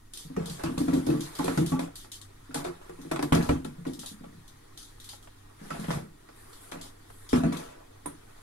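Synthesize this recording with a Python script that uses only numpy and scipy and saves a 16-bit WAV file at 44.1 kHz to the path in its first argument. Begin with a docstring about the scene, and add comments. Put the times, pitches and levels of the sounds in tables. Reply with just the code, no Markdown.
"""Drip coffee maker on a kitchen counter

Heard close by in stereo: steam pockets collapse in the riser tube as low glugs that ring pocket and shell;
slugs of water thump, thrown water splashes as bubble clouds with noise, steam spits as bursts of coloured
noise that break off. Drops ping as short rising tones and the glass jug is knocked once, as a sum of modes.
Random taps echo the machine; behind it lie a simmering murmur, low rumble with a faint, even hiss above it,
and wavering hum tones."""
import sys
import numpy as np
from scipy import signal
from scipy.fft import rfft, irfft, next_fast_len
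from scipy.io import wavfile
from scipy.ndimage import uniform_filter1d

SR = 44100
rng = np.random.default_rng(int(sys.argv[2]) if len(sys.argv) > 2 else 0)


def dump(signal):
    """Clip the signal to [-1, 1] and save it as 16-bit WAV at the path in sys.argv[1]."""
    limited = np.clip(np.atleast_2d(signal).T, -1, 1)
    pcm = np.round(limited * 32767).astype(np.int16)
    wavfile.write(sys.argv[1], SR, pcm)


N = 371322  # samples
CALM_DB = -60  # reference level of a calm simmer


def gain_of(db):
    """Level law: an amplitude ratio is 10 to the power of dB / 20."""
    return 10 ** (np.asarray(db) / 20)


def evened(x):
    """Power normalisation: scales the signal to rms 1."""
    return x / np.sqrt(np.mean(x ** 2) + 1e-20)


def read(points, hz):
    """Interpolation on a logarithmic frequency axis."""
    f, value = np.transpose(points)
    return np.interp(np.log(hz + 1), np.log(f + 1), value)


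def add(mix, s, sound):
    """Superposition: adds a sound into the mix from time s, in place."""
    part = mix[..., round(s * SR):][..., :sound.shape[-1]]
    part += sound[..., :part.shape[-1]]


def panned_gain(db, left_right_db):
    """Level difference between two channels, shared equally about the mean level."""
    return gain_of(db + np.array([[left_right_db], [-left_right_db]]) / 2)


def resonate(x, hz, width):
    """Time-varying resonance of gain 1: shifts hz to zero, smooths with a one-pole, shifts back."""
    turn = np.exp(2j * np.pi * np.cumsum(hz * np.ones(x.shape[-1])) / SR)
    r = np.exp(-np.pi * width / SR)
    smoothed = signal.lfilter([1 - r], [1, -r], x / turn + 1e-18)
    return 2 * (turn * smoothed).real


def ports(left, other):
    """Interchannel coherence: the right is the left, delayed in phase, blended with a second signal."""
    # hz, left-right likeness (0 to 1)
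    likeness = [(60, 1), (150, 1), (300, 0.99), (600, 0.82), (1400, 0.022), (3000, 0.028), (15000, 0.014)]
    # hz, phase_rad by which the left leads
    phase_lead = [(40, 0), (130, .3), (300, .8), (600, 3.2), (1290, 6.5), (2400, 9.6), (15000, 40)]
    # hz, left_right_db
    balance = [(60, -1), (300, 1), (600, -0.5), (1300, -3), (2600, 4.5), (7000, 0), (15000, 0.5)]
    size = next_fast_len(N)
    hz = np.fft.rfftfreq(size, 1 / SR)
    same = np.clip(read(likeness, hz), 0, 1)
    lean = gain_of(read(balance, hz) / 2)
    a, b = rfft(left, size), rfft(other, size)
    right = same * a * np.exp(-1j * read(phase_lead, hz)) + np.sqrt(1 - same ** 2) * b
    return irfft(np.array([a * lean, right / lean]), size)[:, :N]


def noise(spectrum, patchy_db, size=512):
    """Short-time Fourier synthesis: two independent coloured noises that share drifting patches of level."""
    frames = 4 * N // size + 5
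    hz = np.fft.rfftfreq(size, 1 / SR)
    a, b, c, d, patches = rng.standard_normal((frames, len(hz), 5)).T
    patches = uniform_filter1d(patches, size=6, axis=0)  # across frequency
    patches = evened(uniform_filter1d(patches, size=10, axis=1))  # across time
    level_db = read(spectrum, hz)[:, None] + patchy_db * patches
    z = np.array([a + 1j * b, c + 1j * d]) * gain_of(level_db)
    return evened(signal.istft(z, nperseg=size, noverlap=size * 3 // 4)[1][:, :N])


def bubbles(spectrum, per_s, cycles, spread_db):
    """Bubble resonance: a random cloud of short, damped, rising tones near favoured pitches."""
    # pitches that the filter basket favours: pitch_hz
    basket = [465, 553.3, 651.7, 840, 985, 1118, 1278, 1360, 1463, 1676, 1922, 2190, 2525]
    t, out = np.arange(2500) / SR, np.zeros(N)
    born = rng.exponential(1, N)
    size = gain_of(spread_db * np.minimum(born, 4)) * (rng.random(N) < per_s / SR)
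    pitch = np.outer(basket, [.98, 1.02]).ravel()
    kind = rng.integers(0, len(pitch), N)
    for k, hz in enumerate(pitch):
        envelope = np.exp(-t * hz / cycles) * (1 - np.exp(-t * hz))
        tone = np.sin(2 * np.pi * hz * t * (1 + 1.02 * t)) * envelope
        for at in np.flatnonzero(size * (kind == k)):
            add(out, at / SR, size[at] * hz * gain_of(read(spectrum, hz)) * tone)
    return evened(out)


def simmer(calm_db, slope):
    """Power law between levels: a gain follows the simmer by slope dB per dB."""
    # how hard the water simmers: time_s, level_db
    course = [(0, -69), (.3, -59.5), (.6, -51), (1.3, -48), (1.6, -42.5), (1.9, -64), (3.0, -57),
              (3.4, -50), (3.62, -60), (4.198, -61), (5.56, -61.5), (5.66, -49.5), (5.95, -45.5),
              (6.08, -66.5), (6.34, -58.5), (6.7, -54), (6.95, -60.5), (7.55, -55), (7.74, -64.5),
              (8.42, -57)]
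    s, db = np.transpose(course)
    return gain_of(calm_db + slope * (np.interp(np.arange(N) / SR, s, db) - CALM_DB))


def glugs():
    """Impulse excitation: each collapse and its uneven after-bubbles ring the pocket and the shell."""
    # collapsing steam pockets: start_s, level_db, pitch_hz (at the start)
    pockets = [(0.251, -43.5, 158), (0.301, -38, 252), (0.371, -24, 191), (0.375, -22.5, 410),
               (0.418, -37.5, 178), (0.501, -34.5, 161), (0.638, -24, 314), (0.688, -26.5, 251),
               (0.778, -22.5, 233), (0.805, -21.5, 271), (0.881, -20, 262), (0.931, -19.5, 285),
               (0.957, -19.5, 260), (1.068, -20.5, 273), (1.089, -17, 302), (1.139, -18.5, 291),
               (1.395, -23, 280), (1.446, -23.5, 342), (1.489, -25, 272), (1.575, -21, 159),
               (1.585, -18.5, 306), (1.634, -32, 167), (1.615, -29.5, 309), (1.72, -23, 260),
               (1.72, -28.5, 170), (1.79, -28, 286), (2.494, -40.5, 281), (2.555, -29.5, 270),
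               (2.658, -32, 355), (2.896, -40, 344), (2.989, -39, 273), (3.05, -35.5, 314),
               (3.114, -26.5, 308), (3.191, -30.5, 289), (3.229, -23.5, 293), (3.322, -13.5, 230),
               (3.346, -21, 219), (3.37, -19.5, 270), (3.409, -30, 140), (3.496, -20.5, 269),
               (3.509, -22.5, 259), (3.65, -30, 233), (3.783, -40, 167), (3.866, -24.5, 284),
               (3.988, -38, 215), (4.115, -41.5, 212), (4.209, -38.5, 222), (4.265, -42, 196),
               (4.328, -44.5, 207), (4.38, -49, 109), (5.615, -39, 201), (5.715, -33, 207),
               (5.794, -30, 211), (5.885, -23, 204), (5.94, -29.5, 132), (6.027, -39.5, 163),
               (6.725, -38, 270), (6.759, -41, 235), (7.332, -11.5, 237.6), (7.357, -25, 237),
               (7.437, -15, 231), (7.455, -23, 213), (7.525, -34.5, 259), (8.059, -35.5, 285)]
    # resonances of the plastic shell: pitch_hz, width_hz, level_db
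    housing = [(92.4, 35, -12), (166, 26.4, -5.5), (262, 37, -10), (326.8, 29, -13), (445, 90, -1.5)]
    after_gain, after_t60_s = 0.48, 0.32
    glide_per_s, pocket_width_hz = 0.84, 32.7  # a shrinking pocket rises by this share a second
    slosh, slosh_per_s = 0.056, 6  # moving water shifts the shell's pitch by about this share, this often
    t = np.arange(SR // 3) / SR
    kicks, rings = np.zeros(N), np.zeros(N)
    for (s, db, hz), luck in zip(pockets, rng.random((len(pockets), 2, 60))):
        train = np.zeros(len(t))
        after_s = np.cumsum(.002 + .006 * luck[0])
        train[(after_s * SR).astype(int).clip(0, len(t) - 1)] = after_gain * (2 * luck[1] - 1)
        train[0] = 1  # the collapse itself
        train *= gain_of(db - 60 * t / after_t60_s) * SR / (2 * np.pi)
        rising = hz * (1 + glide_per_s * t)
        pocket = resonate(resonate(train, rising, pocket_width_hz), rising, 210)
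        add(rings, s, pocket / 24)
        add(kicks, s, train)
    knots = np.arange(0, N / SR + 1, 1 / slosh_per_s)
    shell = 0
    for hz, width, db in housing:
        drift = np.interp(np.arange(N) / SR, knots, rng.standard_normal(len(knots)))
        moving = hz * (1 + slosh * drift)
        ring = resonate(resonate(kicks, moving, width), moving, 2.53 * width)
        shell = shell + gain_of(db) * ring / width
    both = rings + shell
    return ports(both, np.roll(both, 500))


def thumps():
    """Overdamped impact: a slug of water on the base gives one deep, falling push that dies at once."""
    # slugs of water: start_s, level_db
    slugs = [(0.638, -30.5), (0.779, -30), (0.882, -35.5), (1.069, -34), (1.575, -37), (3.323, -16),
             (3.408, -33), (3.494, -17.5), (3.509, -27), (7.332, -26)]
    t, out = np.arange(SR // 5) / SR, np.zeros(N)
    push = np.sin(2 * np.pi * 110 * t * (1 - 8 * t)) * np.exp(-t / 0.0061) * (1 - np.exp(-t / 0.001))
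    for s, db in slugs:
        add(out, s, gain_of(db) * push / abs(push).max())
    return ports(out, out)


def splashes():
    """Two-stage decay: thrown water slaps, then a cloud of bubbles and spray dies away."""
    # splashes of water: start_s, level_db, t60_s (held to at least 0.05)
    throws = [(0.365, -33, 0.75), (0.595, -33.5, 0.29), (0.637, -29, 0.32), (0.658, -31, 0.33),
              (0.777, -33, 0.36), (0.883, -29.5, 0.35), (0.931, -32.5, 0.44), (1.07, -33.5, 0.19),
              (1.102, -31.5, 0.43), (1.39, -29.5, 0.91), (1.48, -23, 0.22), (1.575, -25, 0.13),
              (1.721, -30.5, 0.38), (1.792, -28.5, 0.36), (2.045, -44, 0.18), (2.513, -43, 0.31),
              (2.545, -28, 0.52), (2.648, -28, 0.3), (2.814, -46.5, 0.68), (2.895, -39.5, 0.12),
              (3.113, -22.5, 0.19), (3.16, -25, 0.08), (3.192, -27, 0.23), (3.227, -24.5, 0.13),
              (3.323, -16.5, 0.44), (3.409, -31.5, 0.22), (3.491, -21, 0.27), (3.648, -34.5, 0.23),
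              (3.852, -38, 0.35), (4.032, -41.5, 0.26), (4.24, -44.5, 0.25), (5.133, -43.5, 0.081),
              (5.273, -46, 0.091), (5.705, -31, 0.64), (5.842, -34, 0.2), (5.883, -34, 0.4),
              (5.905, -24.5, 0.36), (6.289, -44.5, 0.087), (6.72, -32, 0.45), (7.102, -42.5, 0.044),
              (7.33, -21, 0.37), (7.435, -29, 0.41), (7.523, -32, 1), (8.058, -32.5, 0.23)]
    # colour of the water: hz, level_db (per Hz)
    colour = [(240, -15.5), (400, -2), (677, -3.5), (770, -9), (1160, -11), (2650, -21), (3330, -21),
              (5260, -27), (9970, -29.5), (12000, -35), (15600, -70)]
    t, power = np.arange(SR // 2) / SR, np.zeros(N)
    for s, db, t60 in throws:
        slap = gain_of(-2.5 - 60 * t / 0.058) ** 2
        cloud_fade = gain_of(-6.5 - 60 * t / np.clip(t60, .05, 2)) ** 2
        onset = (1 - np.exp(-t / 0.000096)) ** 2
        add(power, s, gain_of(db) ** 2 * (slap + cloud_fade) * onset)
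    cloud = np.array([bubbles(colour, 900, cycles=11.5, spread_db=2.5) for _ in "LR"])
    water = 0.65 * cloud + 0.76 * noise(colour, patchy_db=4.0)
    return ports(*(np.sqrt(power) * water))


def steam():
    """Turbulent jet noise: each spit cracks, hisses with spray, then breaks off; a faint hiss stays."""
    # steam spits: start_s, level_db, length_s (until the hiss breaks off), left_right_db
    spits = [(0.135, -31, 0.1, 0.5), (0.1722, -30, 0.11, -2.5), (0.457, -31, 0.14, 1),
             (0.497, -30, 0.13, -3), (0.6348, -29.5, 0.024, -3), (0.779, -27.5, 0.18, -1),
             (0.935, -30, 0.065, -2), (1.065, -30.5, 0.12, -3), (1.206, -27.5, 0.085, -0.5),
             (1.3515, -31, 0.12, 0), (1.3874, -31.5, 0.12, 3), (1.443, -26, 0.16, -3.5),
             (1.574, -28, 0.048, -3), (1.6615, -26.5, 0.096, 0), (1.792, -33, 0.062, -5),
             (1.955, -30, 0.11, -1), (2.117, -28.5, 0.062, 0), (2.214, -36, 0.024, 4),
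             (2.5429, -23, 0.06, 2), (2.6415, -36, 0.045, 8), (3.014, -42, 0.13, 3),
             (3.1146, -32, 0.0091, 14), (3.2248, -28.5, 0.013, 10), (3.326, -29, 0.029, 13),
             (3.349, -22.5, 0.01, 7), (3.425, -34, 0.1, 11.5), (3.489, -40.5, 0.033, 20),
             (3.646, -37.5, 0.0097, 16.5), (3.867, -41.5, 0.062, 11), (3.933, -34.5, 0.027, 2),
             (3.9914, -30, 0.1, 2), (4.0596, -28, 0.07, 1), (4.478, -42.5, 0.027, 3),
             (4.7743, -33.5, 0.072, 1.5), (4.8274, -38.5, 0.18, 1), (5, -38, 0.077, 0),
             (5.0424, -36, 0.059, 2), (5.0893, -31, 0.08, 0), (5.226, -43, 0.04, 0), (5.703, -44, 0.14, 3),
             (5.7967, -37.5, 0.14, 2), (5.91, -31.5, 0.089, 0), (6.53, -41, 0.048, -1),
             (6.715, -34, 0.03, -1), (6.812, -32, 0.088, 1), (7.2898, -31.5, 0.09, 3),
             (7.358, -35, 0.038, 15), (7.5255, -35.5, 0.052, 7), (7.569, -33.5, 0.17, 7)]
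    # colour of the jet: hz, level_db (per Hz)
    colour = [(1060, -19.5), (1800, -13.5), (2710, -15.5), (3100, -5), (3660, -1.5), (5710, -6.5),
              (6250, -5.5), (8290, -7), (9850, -3.5), (13900, -15.5), (15200, -28), (15800, -50)]
    t, power = np.arange(SR // 3) / SR, np.zeros((2, N))
    for s, db, length, pan_db in spits:
        crack = gain_of(-5.5 - 60 * t / 0.032) ** 2
        hiss = gain_of(-13.5 - 60 * t / 0.48) ** 2
        break_off = 1 / (1 + np.exp(np.clip((t - length) / 0.0089, -30, 30)))
        shape = (crack + hiss) * break_off * (1 - np.exp(-t / 0.00098)) ** 2
        add(power, s, shape * panned_gain(db, pan_db) ** 2)
    droplets = (rng.random(N) < 150 / SR) * rng.exponential(22, N)
    spray = 1 + 0.29 * uniform_filter1d(droplets, size=40)
    jet = ports(*noise(colour, patchy_db=2.5)) * np.sqrt(power) * evened(spray)
    # a softer, duller hiss beneath the spits
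    faint = signal.lfilter([.5, .5], 1, ports(*noise(colour, patchy_db=2.5)))
    return jet + simmer(-64.5, 0.81) * faint + sizzle()


def sizzle():
    """Amplitude-modulated noise: a thin sizzle follows the simmer and swells in stretches of its own."""
    # stretches of thin, high sizzle: start_s, length_s, level_db
    stretches = [(6.35, 0.28, -64), (6.602, 0.11, -58), (7.078, 0.21, -63)]
    # colour of the sizzle: hz, level_db (per Hz)
    colour = [(5000, -40), (7000, -10), (10000, 0), (12500, -8), (16000, -30)]
    edge_s = 0.014  # rise time; the fall takes three times as long
    t, gain = np.arange(N) / SR, simmer(-73.5, 1.3)
    for s, length, db in stretches:
        swell = np.clip(np.minimum(t - s, (s + length - t) / 3) / edge_s, 0, 1)
        gain = gain + gain_of(db) * swell
    return gain * ports(*noise(colour, patchy_db=3.0))


def pings():
    """Damped oscillation: small bubbles sing with rising pitch, and the jug rings once in its modes."""
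    # drops that ping: start_s, level_db, pitch_hz (at the start), t60_s, left_right_db
    drops = [(1.395, -30, 1030, 0.072, -17), (1.4, -30, 858, 0.11, -4), (1.72, -37, 1112, 0.28, 1),
             (1.735, -37, 850, 0.22, 0), (2.51, -39, 1390, 0.045, -6), (2.56, -34, 823, .06, -4),
             (3.116, -29, 631, 0.11, 6), (3.125, -40, 1310, 0.084, 0), (3.227, -30.5, 994, 0.079, 0),
             (3.3504, -27, 5580, 0.011, 23), (3.4916, -31.5, 2360, .04, 14),
             (3.492, -33.5, 2870, 0.019, 23), (5.709, -36, 1300, 0.11, -6), (7.437, -34, 655, 0.15, 17),
             (7.53, -41, 1120, 0.05, -9), (8.061, -40, 980, 0.076, -14)]
    # a knock on the glass jug: start_s, peak_db (before panning)
    knocks = [(8.0597, -28)]
    # modes of the jug: pitch_hz, level_db, t60_s
    modes = [(9190, -6, .008), (9535, -2, .006), (10230, -2, .006), (11400, -3, .003)]
    t, out = np.arange(SR // 5) / SR, np.zeros((2, N))
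    for s, db, hz, t60, pan_db in drops:
        envelope = gain_of(-60 * t / t60) * (1 - np.exp(-t / 0.00018))
        tone = np.sin(2 * np.pi * hz * t * (1 + 0.34 * t)) * envelope
        tone *= 1 + 0.5 * np.sin(2 * np.pi * (35 * t + rng.random()))  # a close neighbour beats against it
        add(out, s, tone * panned_gain(db, pan_db))
    for s, db in knocks:
        ring = sum(gain_of(a - 60 * t / t60) * np.sin(2 * np.pi * hz * t) for hz, a, t60 in modes)
        ring *= 1 - np.exp(-t / .0004)
        rattle = rng.standard_normal(len(t)) * np.exp(-t / .008)  # the contact rattles for a moment
        ring = signal.fftconvolve(ring, rattle)[:len(t)]
        add(out, s, ring / abs(ring).max() * gain_of(db + np.array([[-5], [4]])))
    return out


def kitchen(x):
    """Reverberation by convolution: taps of random sign die away at a rate set by frequency."""
    taps = np.zeros((2, SR // 2))
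    slots = np.arange(200, SR // 2 - 20, 20)
    at = slots + rng.integers(0, 20, (2, len(slots)))
    np.put_along_axis(taps, at, rng.choice([-1., 1.], at.shape), 1)
    hz, t, z = signal.stft(taps, SR, nperseg=256)
    t60_s = read([(200, 0.32), (2000, 0.078), (12000, 0.24)], hz)[:, None]
    tail = signal.istft(z * gain_of(-60 * t / t60_s), SR, nperseg=256)[1]
    tail = tail / np.linalg.norm(tail[0])
    mid = x.mean(0)
    return ports(*signal.fftconvolve(mid[None], tail, axes=1)[:, :N])


def background():
    """Superposed continuous sources: murmur that rises and falls with the simmer, rumble and hum."""
    # colour of the murmur: hz, level_db (per Hz)
    murmur = [(260, -55), (450, 5.5), (497, -27), (532, -5), (707, -7), (924, -8.5), (1240, -5.5),
              (1540, -10), (1720, -8), (2800, -19.5), (3640, -20.5), (6160, -120)]
    # colour of the low rumble and the faint, even hiss above it: hz, level_db (per Hz)
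    rumble_and_hiss = [(15, 3.5), (30, 0.5), (60, -13), (170, -18.5), (300, -10.5), (500, -31.5),
                       (800, -37.5), (11000, -35), (13500, -39.5)]
    # wavering hum tones: pitch_hz, width_hz, level_db
    tones = [(98.3, 8.6, -61), (132, 15, -67.5), (1883, 37, -77)]
    drips = bubbles(murmur, 400, cycles=13.0, spread_db=5.0)
    wash = simmer(CALM_DB, 0.85) * (noise(murmur, patchy_db=1.9) + 0.25 * drips)
    wash += gain_of(-54.5) * noise(rumble_and_hiss, patchy_db=0.0, size=4096)
    for hz, width, db in tones:
        waver = rng.standard_normal((2, N))
        waver = evened(resonate(resonate(waver, hz, width), hz, width))
        steady = 1.5 * np.sin(2 * np.pi * hz * np.arange(N) / SR)
        wash += gain_of(db) * evened(waver + steady)
    return ports(*wash)


def scene():
    """Superposition of the machine, its echo and the background."""
    machine = glugs() + thumps() + splashes() + steam() + pings()
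    return machine + gain_of(-3.5) * kitchen(machine) + background()


def record(dry):
    """Band limitation: a linear-phase low-pass at 15800 Hz."""
    lowpass = signal.firwin(511, 15800, window=("kaiser", 9), fs=SR)
    return signal.oaconvolve(dry, lowpass[None], "same")


dry = scene()
out = record(dry)
dump(out)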